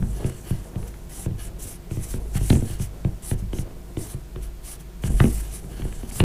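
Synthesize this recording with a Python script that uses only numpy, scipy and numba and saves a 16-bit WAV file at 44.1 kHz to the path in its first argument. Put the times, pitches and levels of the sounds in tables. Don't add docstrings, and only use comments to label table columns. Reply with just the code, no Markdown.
import sys
import numpy as np
from scipy import signal
from scipy.fft import rfft, irfft, next_fast_len
from scipy.io import wavfile
from numba import njit

SR = 44100
rng = np.random.default_rng(int(sys.argv[2]) if len(sys.argv) > 2 else 0)


def dump_mix(stems):
    frames = np.atleast_2d(stems).T
    limited = np.clip(frames, -1, 1)
    pcm = np.round(limited * 32767).astype(np.int16)
    wavfile.write(sys.argv[1], SR, pcm)


def undo_db(level):
    steps = np.asarray(level, float) / 20
    return 10 ** steps


N = 275163

# (time [s], tick peak [dB], grip resonance [Hz], boom level [dB], knock level [dB])
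LANDINGS = [(0.0246, -36.5, 1570, -30, -29), (0.2433, -33.5, 2750, -23.5, -25),
            (0.5056, -34.5, 2650, -20, -29), (0.7564, -40, 2770, -25, -39),
            (1.2597, -36.5, 1560, -24.5, -28.5), (1.651, -47, 2510, -40, -40.5),
            (1.9097, -36.5, 2830, -26, -37), (2.1387, -34.5, 1570, -28.5, -29),
            (2.3508, -32, 2800, -23, -35), (2.5008, -17.5, 3700, -15, -17.5),
            (2.797, -37.5, 1516, -27.5, -32.5), (3.0467, -33, 2860, -21.5, -27),
            (3.3121, -29, 2080, -22.5, -22.5), (3.5304, -32, 2880, -32, -25),
            (3.9689, -34.5, 2780, -28, -26.5), (4.14, -49, 1570, -31.5, -34),
            (4.359, -37.5, 2730, -39, -32), (5.0361, -28, 2840, -22.5, -25.5),
            (5.2015, -14.5, 1570, -14.5, -19.5), (5.641, -46, 1410, -40, -37.5),
            (5.7941, -41, 2420, -37, -29.5), (6.0305, -41, 2760, -54, -31),
            (6.2015, -15.5, 2830, -16.5, -16.5)]
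# (time [s], tick peak [dB], grip resonance [Hz],
# boom level [dB], knock level [dB])
MORE_LANDINGS = [(0.297, -40, 1300, -35, -33.5), (0.94, -40.5, 2110, -59, -59), (1.309, -49, 1920, -28, -43),
                 (1.5286, -59, 1670, -46, -47.5), (1.969, -42.5, 2780, -26, -31.5),
                 (2.4096, -46, 1690, -26.5, -29.5), (2.5274, -25.5, 3220, -20.5, -16.5),
                 (2.5524, -31, 1530, -16.5, -38), (2.5676, -47, 2000, -57, -25), (2.6213, -43, 1520, -26.5, -28),
                 (2.6986, -43, 1744, -33.5, -35), (3.4187, -64, 2250, -30, -56),
                 (3.5857, -33.5, 2920, -26.5, -29.5), (5.0774, -37, 1710, -24, -42),
                 (5.239, -28, 2540, -42, -15.5), (5.2526, -32, 2310, -24, -21), (5.82, -34, 2480, -28, -42),
                 (5.8502, -42, 1500, -35, -29.5), (5.925, -38.5, 1470, -55, -45.5), (5.1, -54, 1500, -37, -28),
                 (6.111, -38, 2600, -51, -47), (0.828, -43, 2800, -44, -51), (3.707, -47.5, 1550, -55, -51),
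                 (6.231, -45, 1640, -25, -23)]
CONTACTS = LANDINGS + MORE_LANDINGS


def rms_one(x):
    return x / np.sqrt(np.mean(x ** 2) + 1e-20)


def in_time(rows):
    s, *columns = np.transpose(rows)
    return [np.interp(np.arange(N) / SR, s, c) for c in columns]


def drift(rate):
    r = np.exp(-80 * np.pi * rate / SR)
    noise = rng.standard_normal(N // 40 + 2002)
    slow = signal.lfilter([1], [1, -2 * r, r * r], noise)[2000:]
    return np.interp(np.arange(N) / 40, np.arange(len(slow)), rms_one(slow))


def ring(push, hz, t60):
    r = undo_db(-60 / (t60 * SR))
    w = 2 * np.pi * hz / SR
    return signal.lfilter([0, np.sin(w)], [1, -2 * r * np.cos(w), r * r], push + 1e-18)


def ring_together(push, modes):
    return sum(undo_db(db) * ring(push, hz, t60) for hz, db, t60 in modes)


def soften(x, hz):
    r = np.exp(-2 * np.pi * hz / SR)
    return signal.lfilter([(1 - r) ** 2], [1, -2 * r, r * r], x)


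def coloured(source, spectrum, patchy_db):
    hz, db = np.transpose(spectrum)
    edges = np.geomspace(hz[0], 1.1 * hz[-1], int(3 * np.log2(hz[-1] / hz[0])) + 2)
    out = 0
    for k, (low, high) in enumerate(zip(edges, edges[1:])):
        band_pass = signal.butter(2, [low, high], "band", fs=SR, output="sos")
        band = signal.sosfilt(band_pass, source[k % 2])
        level_db = np.interp(np.log(low * high) / 2, np.log(hz), db)
        out = out + band * undo_db(level_db + patchy_db * drift(7.8))
    return rms_one(out)


def swell(rows):
    rise_db, fall_db, roundness = 9, 10.5, 1.42
    edge_s = .011
    t, out = np.arange(N) / SR, np.full(N, 1e-6)
    for s, length, db, place in rows:
        edge = np.clip(np.minimum(t - s, s + length - t) / edge_s + 0.97, 0, 1)
        top = s + np.clip(place, .05, .95) * length
        away = np.interp(t, [s, top, s + length], [1, 0, 1]) ** roundness
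        out = np.maximum(out, edge * undo_db(db - away * np.where(t < top, rise_db, fall_db)))
    return out


def background():
    # (frequency [Hz], rms level [dB])
    harmonics = [(49.95, -45), (249.8, -65), (349.7, -61), (649.4, -67.5), (749.3, -73), (849.2, -81),
                 (949.1, -72), (1049, -74.5), (1249, -103), (1449, -79)]
    # (frequency [Hz], level [dB])
    air = [(15, -14), (25, 5.5), (59, -1.5), (96, -10), (169, -2), (290, -29.5), (350, -2.5), (390, -18),
           (538, -40), (650, -23), (806, -28.5), (1340, -28), (4770, -34.5), (9090, -34.5), (15600, -37)]
    t = np.arange(N) / SR
    hum = sum(np.sqrt(2) * undo_db(db) * np.sin(2 * np.pi * (hz * t + rng.random())) for hz, db in harmonics)
    return hum + undo_db(-45.3) * coloured(rng.standard_normal((2, N)), air, patchy_db=.3)


def struck(modes, blow_db, spread_db):
    at = (np.array(CONTACTS)[:, 0] * SR).astype(int)
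    chance = rng.standard_normal((len(at), len(modes)))
    out = np.zeros(N)
    for k, (hz, level_db, t60) in enumerate(modes):
        clicks = np.zeros(N)
        clicks[at] = undo_db(blow_db + level_db + spread_db * chance[:, k])
        out += ring(clicks, hz, t60)
    return out


def bending(x, travel_s):
    size = next_fast_len(N + SR)
    hz = np.arange(size // 2 + 1) * SR / size
    delay = np.exp(-4j * np.pi * travel_s * np.sqrt(100 * hz))
    return irfft(rfft(x, size) * delay, size)[:N]


def board():
    # (frequency [Hz], level [dB], t60 [s])
    boom_modes = [(66, -59, 0.22), (101.9, -2.5, 0.21), (136, 4.5, 0.11), (176.8, -4, 0.13)]
    # (frequency [Hz], level [dB], t60 [s])
    knock_modes = [(242, 1, 0.067), (314.5, -6, 0.084), (362.6, -13, 0.15), (442.4, -14.5, 0.064),
                   (529, -6, 0.0081)]
    # (frequency [Hz], level [dB], t60 [s])
    rap_modes = [(640, -19, 0.0083), (900, 14, 0.035), (1030, 10.5, 0.013), (1060, -104, 0.0028)]
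    # (frequency [Hz], level [dB], t60 [s])
    sway_modes = [(29.8, 4.6, 0.24), (37.8, 17.6, 0.44), (50.28, 16.5, 0.73)]
    # (frequency [Hz], level [dB], t60 [s])
    rustle_modes = [(358, 2.5, 0.031), (407, 3, 0.03), (482, -0.5, 0.031), (589, -0.5, 0.019),
                    (660, 10, 0.005)]
    # (time [s], rubbing level [dB], leaning level [dB])
    hand = [(0.0, -20, -15), (0.14, -42.5, -27), (0.47, -43, -49), (0.9, -46, -33.5), (1.2, -48.5, -36),
            (1.6, -43, -31), (1.85, -57, -35.5), (2.1, -53, -28.5), (2.52, -39, -19), (2.88, -47, -34.5),
            (3.5, -62, -27.5), (3.95, -47, -40.5), (4.5, -77, -30), (4.97, -75, -44), (5.12, -38, -18.5),
            (5.6, -45.5, -34), (5.9, -38, -25), (6.24, -38.5, -36)]
    # (start [s], length [s], level [dB], place of the hardest point [0-1])
    heel_drags = [
        (0.14, 0.16, -38.5, 0.75),
        (0.62, 0.32, -45, 0.28),
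        (2.13, 0.17, -47.5, 0.6),
        (2.88, 0.12, -46.5, 0.8),
        (3.6, 0.14, -44.5, .45),
        (3.92, 0.33, -50.5, 0.2),
        (5.55, 0.2, -48, 0.6),
    ]

    _, tick_db, _, boom_db, knock_db = np.transpose(CONTACTS)
    boom = soften(struck(boom_modes, boom_db, spread_db=2.0), 640)
    knock = soften(struck(knock_modes, knock_db + 1, spread_db=4.0), 1230)
    rap_db = -51.5 + 1.46 * (tick_db + 22.5)
    rap = struck(rap_modes, rap_db, spread_db=2.0)
    sway = soften(struck(sway_modes, boom_db - 24.5, spread_db=2.0), 63)
    blows = bending(boom + knock - rap + sway, travel_s=0.00816)

    rub_db, lean_db = in_time(hand)
    rub = rng.standard_normal((3, N)) * undo_db(2.6 * drift(23))
    rumble = undo_db(rub_db - 4.0) * rms_one(ring_together(rub[0], boom_modes))
    rustle_db = np.maximum(-56 + 0.22 * (rub_db + 59), 20 * np.log10(swell(heel_drags)))
    rustle = undo_db(rustle_db) * rms_one(ring_together(rub[1], rustle_modes))
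    lean = undo_db(lean_db - 8) * rms_one(ring_together(rub[2], sway_modes))
    return blows + rumble + rustle + lean


@njit
def moving_peak(x, hz, r, sr):
    y = np.zeros(len(x))
    for i in range(2, len(x)):
        y[i] = x[i] - x[i - 2] + 2 * r * np.cos(2 * np.pi * hz[i] / sr) * y[i - 1] - r * r * y[i - 2]
    return y


def felt():
    # (start [s], length [s], peak hiss [dB], place of the fastest point [0-1])
    strokes = [(0.25, .07, -43.5, 0.23), (0.44, 0.087, -43.5, 0.7), (0.87, 0.026, -45, 0.35),
               (1.1, 0.16, -39.5, 0.66), (1.385, 0.1, -43.5, 0.73), (1.595, 0.064, -39.5, 0.65),
               (1.645, 0.12, -40, 0.43), (1.905, 0.17, -47, 0.1), (2.0, 0.12, -43, 0.33),
               (2.06, .12, -40.5, 0.5), (2.34, 0.042, -37, 1), (2.39, 0.22, -36.5, 0.52),
               (2.61, 0.16, -42, 0.7), (2.79, 0.082, -41, .45), (3.23, 0.11, -36.5, 0.69),
               (3.38, 0.032, -48, 0.3), (3.53, 0.098, -42, 0.74), (3.975, 0.17, -40.5, 0.38),
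               (4.07, 0.077, -40.5, .6), (4.415, 0.058, -46, 0.3), (4.64, 0.12, -37.5, 0.68),
               (4.795, 0.027, -46, 0.54), (5.025, 0.064, -39.5, 0.76), (5.1, 0.42, -41, 0.37),
               (5.27, 0.21, -40, 0.4), (5.51, 0.091, -39, 0.5), (6.075, 0.031, -41.5, 0.96),
               (6.12, 0.1, -34, 0.69), (0.292, 0.011, -39, .45)]
    # (start [s], length [s], skin hiss [dB], place of the fastest point [0-1])
    slides = [
        (-0.03, 0.76, -51, 0.18),
        (0.3, 0.41, -49.5, 0.47),
        (0.75, 0.34, -54.5, 0.2),
        (2.2, 0.65, -51, 0.5),
        (2.85, 0.36, -61, .6),
        (3.8, 0.46, -58.5, .45),
        (5.1, 0.14, -96.5, .35),
        (5.55, 0.62, -50, 0.57),
        (6.15, .12, -51, .75),
    ]
    # (start [s], length [s], scrape [dB], place of the hardest point [0-1])
    skids = [
        (0.12, 0.28, -57.5, 0.55),
        (0.44, 0.22, -57, 0.14),
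        (1.38, 0.11, -57, .2),
        (2.342, 0.05, -47.5, 0.6),
        (2.66, 0.17, -56, 0.26),
        (5.04, 0.039, -50, 0.5),
        (5.38, 0.1, -63, 0.4),
        (5.7, 0.42, -59, 0.09),
        (5.175, 0.036, -51, 0.8),
        (6.16, 0.06, -49, 0.8),
    ]
    # (frequency [Hz], level per Hz [dB])
    hiss_spectrum = [(2350, -26), (4000, -20.5), (4310, 38), (5050, -3), (6830, 2), (9610, 10),
                     (10900, -3.5), (11900, 0.5), (15600, -3.5)]
    # (frequency [Hz], level per Hz [dB])
    scrape_spectrum = [(410, -11), (700, 14), (1050, 5), (1140, 6), (2380, 10), (4000, 1), (4320, 3),
                       (5500, -34), (7150, -23), (12100, -120)]
    # (frequency [Hz], level [dB], t60 [s])
    drag_modes = [(1720, 1.5, 0.013), (2950, 3, 0.007), (4360, -3, 0.01)]

    tip, skid = swell(strokes), swell(skids)
    hiss = np.maximum(tip, swell(slides))
    scrape = np.maximum(undo_db(-56) * (100 * tip) ** 0.58, skid)

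    crest_hz = 8900 + 68 * 20 * np.log10(100 * hiss) + 250 * drift(1)
    crest_hz = np.clip(crest_hz, 6000, 13000)
    slips = rng.standard_normal((4, N)) * undo_db(3.0 * np.minimum(rng.exponential(1, (4, N)), 4))
    crest = rms_one(moving_peak(slips[0], crest_hz, np.exp(-np.pi * 1500 / SR), SR))
    bright = rms_one(coloured(slips[:2], hiss_spectrum, patchy_db=2.3) + 0.43 * crest)

    drag = rms_one(ring_together(slips[2], drag_modes))
    dull = rms_one(coloured(slips[2:], scrape_spectrum, patchy_db=2.2) + .6 * drag)
    pressure = undo_db(1.3 * drift(40))
    return pressure * (undo_db(-1.85) * hiss * bright + undo_db(2.5) * scrape * dull + undo_db(-1.5) * skid * drag)


def ticks():
    # (frequency [Hz], level [dB], t60 [s])
    barrel = [(1504, -5, 0.006), (2320, 7, 0.0015), (2780, -24.5, 0.0069), (3450, -52, 0.0061),
              (4700, -69, 0.0015)]
    out, t = np.zeros(N), np.arange(1300) / SR
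    crunch_shape = t / 0.0033 * np.exp(1 - t / 0.0009) + 0.28 * np.exp(-t / .004)
    crunch = rng.standard_normal((len(CONTACTS), len(t))) * crunch_shape
    soft_tip = signal.butter(4, 4300, fs=SR, output="sos")
    for (s, db, hz, *_), push in zip(CONTACTS, crunch):
        body = ring(push, hz, .004) + ring_together(push, barrel)
        radiated = signal.lfilter([1, -1], [1, -.85], body)
        tick = signal.sosfilt(soft_tip, radiated)
        i = int(s * SR)
        out[i:i + len(t)] += (undo_db(db + 0.5) * tick / np.abs(tick).max())[:N - i]
    return out


def room(x):
    t60_s, wall_cut_hz = 0.2, 2800
    t = np.arange(SR // 2) / SR
    onset = np.clip(t / 0.0081 - .6, 0, 1)
    tail = soften(rng.standard_normal(len(t)), wall_cut_hz) * undo_db(-60 * t / t60_s) * onset
    return signal.fftconvolve(x, tail / np.sqrt(np.sum(tail ** 2)))[:N]


def scene():
    near = board() + felt() + ticks()
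    return (near + undo_db(-16) * room(near) + background())[None]


def band_limit(x):
    return signal.sosfilt(signal.butter(12, 15730, fs=SR, output="sos"), x)


def record(dry):
    rounded = 1.41 * np.tanh(dry / 1.06)
    low_pass = signal.cheby2(14, 50, 15900, fs=SR, output="sos")
    mix = signal.sosfilt(low_pass, rounded)
    return band_limit(mix)


dry = scene()
out = record(dry)
dump_mix(out)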